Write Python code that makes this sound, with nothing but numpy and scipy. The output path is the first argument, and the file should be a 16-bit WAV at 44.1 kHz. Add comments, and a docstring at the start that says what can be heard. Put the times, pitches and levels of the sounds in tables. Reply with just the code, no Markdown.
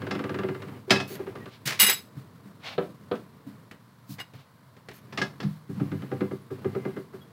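"""A hand-cranked slip roll on a steel bench in a small workshop. The crank spins, gear teeth clatter and
shake the frame, the rolls grumble, then the crank clanks to a stop. A loose steel part scrapes and
rings; things are slid and knocked on the bench. The crank is taken up again with a few clanks and the
gears knock slowly, tooth by tooth. Small parts tick and jingle; dry bearings squeak faintly."""
import sys
import numpy as np
from scipy import signal
from scipy.fft import rfft, irfft, next_fast_len
from scipy.io import wavfile

SR = 44100
rng = np.random.default_rng(int(sys.argv[2]) if len(sys.argv) > 2 else 0)


def materialize(psi):
    """Save the field psi as 16-bit PCM at rate SR to the path in sys.argv[1].

    A 1-D psi becomes a single channel; in a 2-D psi each row is a channel.
    """
    bounded = np.clip(np.atleast_2d(psi).T, -1, 1)
    quanta = np.round(bounded * 32767).astype(np.int16)
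    wavfile.write(sys.argv[1], SR, quanta)


N = 322944
SCENE_S = np.arange(N) / SR
EVENT_S = np.arange(SR // 2) / SR  # time within one blow or stroke


def amp(db):
    """Decibels to gain."""
    return 10 ** (np.asarray(db) / 20)


def unit(x):
    """Scale to rms 1."""
    return x / np.sqrt(np.mean(x ** 2) + 1e-20)


def along(points, hz):
    """Interpolate (Hz, value) points on a log axis."""
    point_hz, values = np.transpose(points)
    return np.interp(np.log(hz + 1), np.log(point_hz + 1), values)


def filtered(x, response):
    """Apply a gain given as a function of Hz."""
    size = next_fast_len(len(x) + 4096)
    return irfft(rfft(x, size) * response(np.fft.rfftfreq(size, 1 / SR)), size)[:len(x)]


def noise(spectrum, size, tilt_db=0):
    """Coloured noise of rms 1, tilted by tilt_db per octave."""
    white = rng.standard_normal(size)
    return unit(filtered(white, lambda hz: amp(along(spectrum, hz) + tilt_db * np.log2(hz + 1))))


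def add(track, start_s, sound):
    """Mix a sound into the track."""
    start = max(round(start_s * SR), 0)
    track[start:start + len(sound)] += sound[:max(N - start, 0)]


def rise(attack_s):
    """Soft onset."""
    return 1 - np.exp(-(EVENT_S / attack_s) ** 2)


def decay(t60_s, hold_s=0):
    """Hold, then fall 60 dB per t60_s."""
    return amp(-60 * np.maximum(EVENT_S - hold_s, 0) / t60_s)


def burst(spectrum, band_t60s, attack_s, tilt_db=0):
    """Dense modes: noise with a separate decay per band."""
    source = noise(spectrum, len(EVENT_S), tilt_db)
    out = np.zeros(len(EVENT_S))
    centres_hz, t60s = np.transpose(band_t60s)
    for share, t60_s in zip(np.eye(len(t60s)), t60s):
        out += filtered(source, lambda hz: along(np.c_[centres_hz, share], hz)) * decay(t60_s)
    return out * rise(attack_s)


def ring(modes, attack_s, spread_db, favour_hz=1000, favour_db=0, width_oct=1, tilt_db=0):
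    """Separate modes; the strike point favours those near favour_hz."""
    hz, db, t60_s = np.transpose(modes)[:, :, None]
    away_oct = np.log2(hz / favour_hz)
    boost_db = favour_db * np.exp(-(away_oct / width_oct) ** 2) + tilt_db * away_oct
    gain = amp(db + boost_db + spread_db * rng.standard_normal(hz.shape))
    phase = 2 * np.pi * (hz * EVENT_S + rng.random(hz.shape))
    partials = gain * decay(t60_s) * np.sin(phase)
    return partials.sum(axis=0) / np.linalg.norm(gain) * rise(attack_s)


# Spells of turning. Each row: start in seconds, end in seconds, level in dB.
TURNS = [(0, 0.497, -39), (0.605, 0.772, -42.5), (1.125, 1.456, -44.5), (5.764, 6.262, -46),
         (6.558, 6.964, -45.5)]
# Hand rustle curve. Each row: time in seconds, level in dB.
HAND_RUSTLE = [(0, -53.5), (3.55, -52), (3.95, -65.5), (4.8, -66.5), (5.2, -43), (5.5, -59.5), (7.32, -52)]
# Machine on the bench. 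Each row: frequency in Hz, relative level in dB.
GRUMBLE_SPECTRUM = [(29, -59.5), (50, -26), (103, 2), (238, -3), (365, -11), (472, -7.5), (532, -15),
                    (1000, -20), (1190, -21), (3000, -27.5), (3900, -46), (6600, -120)]


def grumble(attack_s=0.023, release_s=0.054):
    """The machine grumbles on the bench while its rolls turn, and faintly under the hands."""
    level = amp(np.interp(SCENE_S, *np.transpose(HAND_RUSTLE)))
    for start_s, end_s, db in TURNS:
        gate = np.interp(SCENE_S, [start_s - attack_s, start_s, end_s, end_s + release_s], [0, 1, 1, 0])
        level = np.hypot(level, amp(db) * gate)
    return level * noise(GRUMBLE_SPECTRUM, N)


# Free spin curve. Each row: time in seconds, teeth per second, strength in dB.
CRANK_SPIN = [(.017, 19.2, -36.5), (.14, 25.9, -31), (0.269, 17.5, -32), (.38, 23.4, -29.5),
              (.45, 19.5, -24.5), (.5, 17.2, -28.5), (.55, 14.9, -38.5), (.6, 12.5, -41),
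              (0.749, 21.8, -47)]


def spinning_teeth():
    """Start in seconds and strength in dB of each tooth passing as the crank spins."""
    times_s, teeth_per_s, db = np.transpose(CRANK_SPIN)
    span_s = SCENE_S[(SCENE_S >= times_s[0]) & (SCENE_S < times_s[-1])]
    teeth_passed = np.cumsum(np.interp(span_s, times_s, teeth_per_s)) / SR
    starts_s = np.interp(np.arange(np.ceil(teeth_passed[-1])), teeth_passed, span_s)
    return list(zip(starts_s, np.interp(starts_s, times_s, db)))


# Single teeth under slow cranking. Each row: start in seconds, strength in dB.
SLOW_TEETH = [(.872, -35), (1.0988, -34.5), (1.192, -31), (1.2656, -33.5), (1.3522, -37), (1.4556, -43.5),
              (5.6876, -41), (5.7979, -31), (5.915, -35.5), (6.0192, -42), (6.114, -26.5), (6.2061, -21),
              (6.3094, -28.5), (6.5025, -30.5), (6.644, -23.5), (6.7478, -24.5), (6.8494, -24.5),
              (6.964, -30), (7.1326, -38.5)]
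# Slack teeth click, loaded teeth thump. Each row: time in seconds, click gain in dB, thump gain in dB.
MESH = [(0, 4, 0.5), (.39, 2, 0), (.45, -4.5, -7.5), (.62, 8.5, 3), (0.869, -12.5, -13), (1.19, -7, -11),
        (1.46, 8.5, -3), (5.699, -6, 14.5), (6.02, 3.5, 12.5), (6.11, -6, 1), (6.55, -9.5, -3),
        (7.13, -4, -1.5)]
# Tooth click. Each row: frequency in Hz, relative level in dB.
CLICK_SPECTRUM = [(290, -31.5), (500, -7.5), (670, -12.5), (1080, -14), (1200, -9), (1590, -11),
                  (2070, -15), (4090, -23), (5930, -32), (12000, -47.5), (15600, -84.5), (22000, -120)]
# Click decay. Each row: band in Hz, t60 in seconds.
CLICK_T60S = [(500, 0.18), (1800, 0.097), (6000, 0.044)]
# Wheel, frame and bench modes. Each row: frequency in Hz, relative level in dB, t60 in seconds.
WHEEL_MODES = [(1180, 0, .22), (1335, -5, .16), (1635, -3, .2), (2070, -7, .4)]
FRAME_MODES = [(290, -1, .15), (340, -3, .14), (378, 2, .18), (398, -1, .17), (440, -4, .12),
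               (495, -2, .14), (550, -8, .1), (620, -9, .1), (780, -8, .12)]
BENCH_MODES = [(101.45, -12, 0.7), (133.1, 1, 0.24), (155.3, -8.5, 0.4), (196.3, 2.5, 0.19),
               (218.9, 0, 0.15), (256.7, -9.5, 0.29), (284.9, 0, 0.19), (327, -4.5, 0.089)]


def gears(unloaded_hz=385, sag_oct_per_db=1.9):
    """Each tooth clicks at once; the heavy frame and the bench swing up a little later."""
    out = np.zeros(N)
    mesh_s, clicks_db, thumps_db = np.transpose(MESH)
    for start_s, db in SLOW_TEETH + spinning_teeth():
        click_db = np.interp(start_s, mesh_s, clicks_db)
        thump_db = np.interp(start_s, mesh_s, thumps_db)
        tilt_db = -0.83 + 0.3 * click_db  # slack teeth click brighter
        frame_hz = unloaded_hz * 2 ** (-sag_oct_per_db * max(thump_db, 0))  # sinks under load
        click = burst(CLICK_SPECTRUM, CLICK_T60S, attack_s=0.0015, tilt_db=tilt_db)
        wheels = ring(WHEEL_MODES, attack_s=0.002, spread_db=3)
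        frame = ring(FRAME_MODES, attack_s=0.011, spread_db=2.5,
                     favour_hz=frame_hz, favour_db=6, width_oct=0.25)
        bench = ring(BENCH_MODES, attack_s=0.013, spread_db=4)
        contact = amp(click_db - 3.5) * click + amp(click_db - 11) * wheels
        add(out, start_s, amp(db) * (contact + amp(8) * frame + amp(thump_db + 4.5) * bench))
    return out


# Blows on the stops. Each row: start in seconds, blow in dB, ring in dB, favoured roll pitch in Hz.
CLANKS = [(.108, -23.5, -34, 1335), (.896, -24.5, -50, 385), (.905, -5, -21, 2580), (.913, -13, -26, 1335),
          (.955, -21, -29.5, 2620), (1, -21, -44, 2660), (5.124, -32, -45, 1742), (5.174, -20, -40, 3430),
          (5.182, -24.5, -34, 2082), (5.215, -18.5, -21.5, 1650), (5.401, -27.5, -41, 3430),
          (5.428, -31, -47, 732)]
# Steel crash. Each row: frequency in Hz, relative level in dB.
CRASH_SPECTRUM = [(88, -28), (150, -6.5), (213, -2), (993, -6), (1360, -2), (1520, -12.5), (1680, -2),
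                  (2340, -7), (2580, -5), (2900, -8), (5310, -12.5), (6700, -25.5), (15800, -50)]
# Crash decay. Each row: band in Hz, t60 in seconds.
CRASH_T60S = [(300, 0.24), (2500, 0.07), (10000, 0.13)]
# Roll modes. Each row: frequency in Hz, relative level in dB, t60 in seconds.
ROLL_MODES = [(385, 0, .3), (732, -5, .25), (1205, -3, .22), (1335, -3, .22), (1650, 1, .18),
              (1742, -4, .22), (2082, -5, .27), (2562, -6, .28), (2651, -8, .24), (3430, -7, .16),
              (3895, -9, .16), (5190, -9, .17), (5260, -9, .2)]


def clanks(grip_from_s=5.0):
    """Crank and rolls hit their stops: steel crashes, the rolls ring on, the bench booms."""
    out = np.zeros(N)
    for start_s, blow_db, ring_db, roll_hz in CLANKS:
        tilt_db = 3 + 0.1246 * blow_db  # softer blows are duller
        crash = burst(CRASH_SPECTRUM, CRASH_T60S, attack_s=0.0013, tilt_db=tilt_db)
        rolls = ring(ROLL_MODES, attack_s=0.002, spread_db=1.5,
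                     favour_hz=roll_hz, favour_db=10, width_oct=0.07)
        if start_s > grip_from_s:
            rolls *= decay(t60_s=0.266)  # a resting hand shortens the ring
        boom = amp(-14.5 + 0.63 * blow_db) * ring(BENCH_MODES, attack_s=0.008, spread_db=1.5)
        add(out, start_s, amp(blow_db - 5) * crash + amp(ring_db + 4) * rolls + boom)
    return out


# Flurries. Each row: start in seconds, end in seconds, contact level in dB.
JINGLES = [(1.074, 1.16, -43.5), (4.931, 4.99, -50)]
# Small-part modes. Each row: frequency in Hz, relative level in dB, t60 in seconds.
JINGLE_MODES = [(4450, -4, .09), (6400, -8, .12), (9700, -7, .08), (11250, -1, .13), (13150, 0, .17),
                (14700, -6, .08), (15200, -3, .1)]
# Single contacts. Each row: start in seconds, level in dB.
TICKS = [(1.152, -33), (3.152, -38.5), (3.711, -33), (4.335, -38.5), (4.765, -40.5), (4.885, -30),
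         (4.912, -36)]
# Contact noise. Each row: frequency in Hz, relative level in dB.
TICK_SPECTRUM = [(400, 3.5), (1000, -9), (1800, 0), (4500, -9), (7000, -14.5), (15000, -26.5)]
# Contact decay. Each row: band in Hz, t60 in seconds.
TICK_T60S = [(1000, 0.18), (8000, 0.039)]


def small_parts(contacts_per_s=160):
    """Loose parts jingle in flurries of scratchy contacts, each dying away on its own, or tick singly."""
    out = np.zeros(N)
    for start_s, end_s, db in JINGLES:
        for contact_s in np.arange(start_s, end_s, 1 / contacts_per_s):
            jingle = ring(JINGLE_MODES, attack_s=0.002, spread_db=4) * decay(t60_s=0.22)
            scratch = burst(TICK_SPECTRUM, TICK_T60S, attack_s=0.00071, tilt_db=6.5)
            jitter_s = (rng.random() - 0.5) / contacts_per_s
            add(out, contact_s + jitter_s, amp(db) * (jingle + amp(-1.5) * scratch))
    for start_s, db in TICKS:
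        add(out, start_s, amp(db - 6.5) * burst(TICK_SPECTRUM, TICK_T60S, attack_s=0.00077))
    return out


# Bearing chirps. Each row: middle in seconds, half length in seconds, pitch in Hz, level in dB.
SQUEAKS = [(1.425, .01, 1900, -46), (2.655, .018, 2150, -46), (6.43, .014, 10400, -63),
           (6.83, .11, 2075, -56), (7.225, .009, 3300, -49), (7.225, .009, 11900, -59)]


def bearing_squeaks():
    """Dry bearings rub out faint tones of unsteady pitch."""
    out = np.zeros(N)
    for middle_s, half_s, hz, db in SQUEAKS:
        pitch_hz = hz * (1 + 0.007 * noise([(100, 0), (600, -60)], N))
        swell = np.exp(-((SCENE_S - middle_s) / half_s) ** 2 / 2)
        out += amp(db) * swell * np.sin(2 * np.pi * np.cumsum(pitch_hz) / SR)
    return out


# Soft slides. Each row: middle in seconds, half length in seconds, level in dB, tilt in dB per octave.
SWISHES = [(1.535, .03, -49.5, 1.5), (2.675, 0.0277, -37, -1), (2.729, .022, -43, -2.5),
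           (4.119, 0.027, -43.5, 16), (4.4, 0.037, -54.5, 1)]
# Bench friction. Each row: frequency in Hz, relative level in dB.
SWISH_SPECTRUM = [(240, -71.5), (400, -44.5), (452, -19.5), (712, -7.5), (979, -13.5), (1060, -12),
                  (1910, -13), (2290, -7.5), (4330, -12), (8820, -36.5), (15000, -43)]


def swishes():
    """Things slide over the bench in soft swells of noise."""
    out = np.zeros(N)
    lead_s = EVENT_S.mean()
    for middle_s, half_s, db, tilt_db in SWISHES:
        swell = np.exp(-((EVENT_S - lead_s) / half_s) ** 2 / 2)
        add(out, middle_s - lead_s, amp(db) * swell * noise(SWISH_SPECTRUM, len(EVENT_S), tilt_db))
    return out


# Steel on steel. Each row: start in seconds, end in seconds, level in dB, tilt in dB per octave.
SCRAPES = [(1.652, 1.684, -28.5, 2.5), (1.67, 1.727, -29.5, -3), (1.789, 1.821, -21, 1),
           (1.825, 1.911, -24, -1.5), (4.181, 4.193, -34.5, -5)]
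# Steel friction. Each row: frequency in Hz, relative level in dB.
SCRAPE_SPECTRUM = [(100, -30), (350, -12.5), (900, -9), (1400, -4.5), (2000, 2), (3200, -3), (5000, -5),
                   (7000, -9.5), (8600, -14.5), (15500, -19.5)]


def scrapes(catches_per_s=170, let_go_s=0.005):
    """The sliding steel part chatters as tiny burrs catch and let go."""
    out = np.zeros(N)
    for start_s, end_s, db, tilt_db in SCRAPES:
        stroke = rise(attack_s=0.004) * decay(t60_s=0.15, hold_s=end_s - start_s)
        catches = rng.random(len(EVENT_S)) < catches_per_s / SR
        drag = signal.lfilter([1], [1, -np.exp(-1 / (let_go_s * SR))], catches)
        chatter = unit(1 + 0.89 * drag)
        add(out, start_s, amp(db) * stroke * chatter * noise(SCRAPE_SPECTRUM, len(EVENT_S), tilt_db))
    return out


# Soft blows. Each row: start in seconds, level in dB, favoured pitch in Hz.
BUMPS = [(1.654, -26, 153), (1.82, -26, 193.4), (2.162, -27.5, 140.4), (2.449, -32.5, 199.7),
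         (2.888, -36.5, 249), (3.463, -28, 243), (4.09, -26, 153.8), (4.342, -35, 129),
         (5.438, -14.5, 167.5), (5.766, -21.5, 184)]


def bumps():
    """Hands and machine bump the bench; the hand damps its low modes."""
    out = np.zeros(N)
    for start_s, db, hz in BUMPS:
        thump = ring(BENCH_MODES, attack_s=0.008, spread_db=2, favour_hz=hz, favour_db=13, width_oct=0.3)
        add(out, start_s, amp(db) * thump * decay(t60_s=1.5))
    return out


# Firm contacts. Each row: start in seconds, level in dB, tilt in dB per octave, favoured pitch in Hz.
CLINKS = [(1.655, -35, 2, 9393), (1.797, -12.5, 2.5, 2800), (1.814, -13, 3.5, 2864),
          (1.835, -18.5, 1.5, 9393), (1.863, -17, 0, 11000), (1.894, -19, 3.5, 3881),
          (1.925, -27, 1.5, 7814), (4.198, -37.5, -4, 2880)]
# Steel part modes. Each row: frequency in Hz, relative level in dB, t60 in seconds.
PART_MODES = [(1890, -8, .2), (2056, -4, .22), (2866, 2, .3), (3881, 0, .27), (5049, -1, .3),
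              (6345, -10, .28), (7814, -1, .24), (9250, -10, .18), (9393, -3, .23), (10800, -9, .18),
              (11137, -2, .21), (12458, -10, .19), (13000, -3, .17), (14187, 2, .14), (15041, -10, .17)]


def clinks(free_ring_s=0.022):
    """The steel part rings at each contact until the next one, or the fingers, choke it."""
    out = np.zeros(N)
    gaps_s = np.diff([row[0] for row in CLINKS], append=N / SR)
    for (start_s, db, tilt_db, hz), gap_s in zip(CLINKS, gaps_s):
        choke = decay(t60_s=0.048, hold_s=min(gap_s, free_ring_s))
        part = ring(PART_MODES, attack_s=0.002, spread_db=1.5,
                    favour_hz=hz, favour_db=5, width_oct=0.1, tilt_db=tilt_db)
        add(out, start_s, amp(db + 3.5) * part * choke)
    return out


# Blows on the bench top. Each row: start in seconds, level in dB.
KNOCKS = [(2.7789, -14.5), (2.82, -32.5), (3.1127, -15.5)]
# Bench top modes. 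Each row: frequency in Hz, relative level in dB, t60 in seconds.
PLATE_MODES = [(385.7, 2, 0.12), (487.7, 2.5, 0.157), (604, -13, .08), (713, -3, 0.079), (975, -17, 0.15),
               (1207, -11.5, 0.13), (1310, -11.5, 0.14)]
# Impact thud. Each row: frequency in Hz, relative level in dB.
THUD_SPECTRUM = [(90, -8.5), (180, 1.5), (600, -2), (900, -12), (1500, -8), (1900, -16.5), (4300, -15),
                 (6500, -53), (12000, -73)]
# Thud decay. Each row: band in Hz, t60 in seconds.
THUD_T60S = [(300, 0.28), (1200, 0.21), (4500, 0.046)]


def knocks():
    """The struck bench top thuds and rings briefly as a plate."""
    out = np.zeros(N)
    for start_s, db in KNOCKS:
        plate = ring(PLATE_MODES, attack_s=0.003, spread_db=1.5)
        thud = burst(THUD_SPECTRUM, THUD_T60S, attack_s=0.0015)
        add(out, start_s, amp(db - 11) * thud + amp(db - 1) * plate)
    return out


# Workshop decay. 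Each row: band in Hz, t60 in seconds.
ROOM_T60S = [(150, 0.39), (1500, 0.23), (12000, 0.35)]


def room(x):
    """Diffuse reverberation of the workshop."""
    tail = burst([(60, -5), (300, -7), (4000, 0), (15000, -8.5)], ROOM_T60S, attack_s=0.013)
    return signal.fftconvolve(x, tail / np.linalg.norm(tail))[:N]


# Still air. Each row: frequency in Hz, relative level in dB.
AIR_SPECTRUM = [(18, -75), (30, -47.5), (120, -2.5), (279, -14), (335, -21.5), (698, -17), (755, -23),
                (1010, -11.5), (1270, -16), (2040, -21.5), (2590, -28), (4260, -24.5), (4610, -26.5),
                (6310, -33), (15800, -32)]


def scene():
    """Machine and bench in the room, over the grumble and still air."""
    work = gears() + clanks() + small_parts() + bearing_squeaks()
    work += swishes() + scrapes() + bumps() + clinks() + knocks()
    return (work + amp(-14.5) * room(work) + grumble() + amp(-53) * noise(AIR_SPECTRUM, N))[None]


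def suppressor(x, threshold_db, depth_db, smoothing_s, corner_hz):
    """Turns the treble down while the whole sound is quiet."""
    pole = np.exp(-1 / (smoothing_s * SR))
    level_db = 10 * np.log10(signal.lfilter([1 - pole], [1, -pole], x ** 2) + 1e-12)
    shut = (1 - np.tanh((level_db - threshold_db) / 7)) / 2
    treble = filtered(x, lambda hz: hz ** 2 / (hz ** 2 + corner_hz ** 2))
    return x - treble * (1 - amp(-depth_db * shut))


def record(dry):
    """Gentle hiss suppression, bass cut and band limit."""
    low_hz, top_hz = 85, 15850
    x = suppressor(dry[0], threshold_db=-47, depth_db=10, smoothing_s=0.0042, corner_hz=600)
    bass_cut = signal.butter(4, low_hz, "highpass", fs=SR, output="sos")
    return filtered(signal.sosfilt(bass_cut, x), lambda hz: hz < top_hz)[None]


dry = scene()
out = record(dry)
materialize(out)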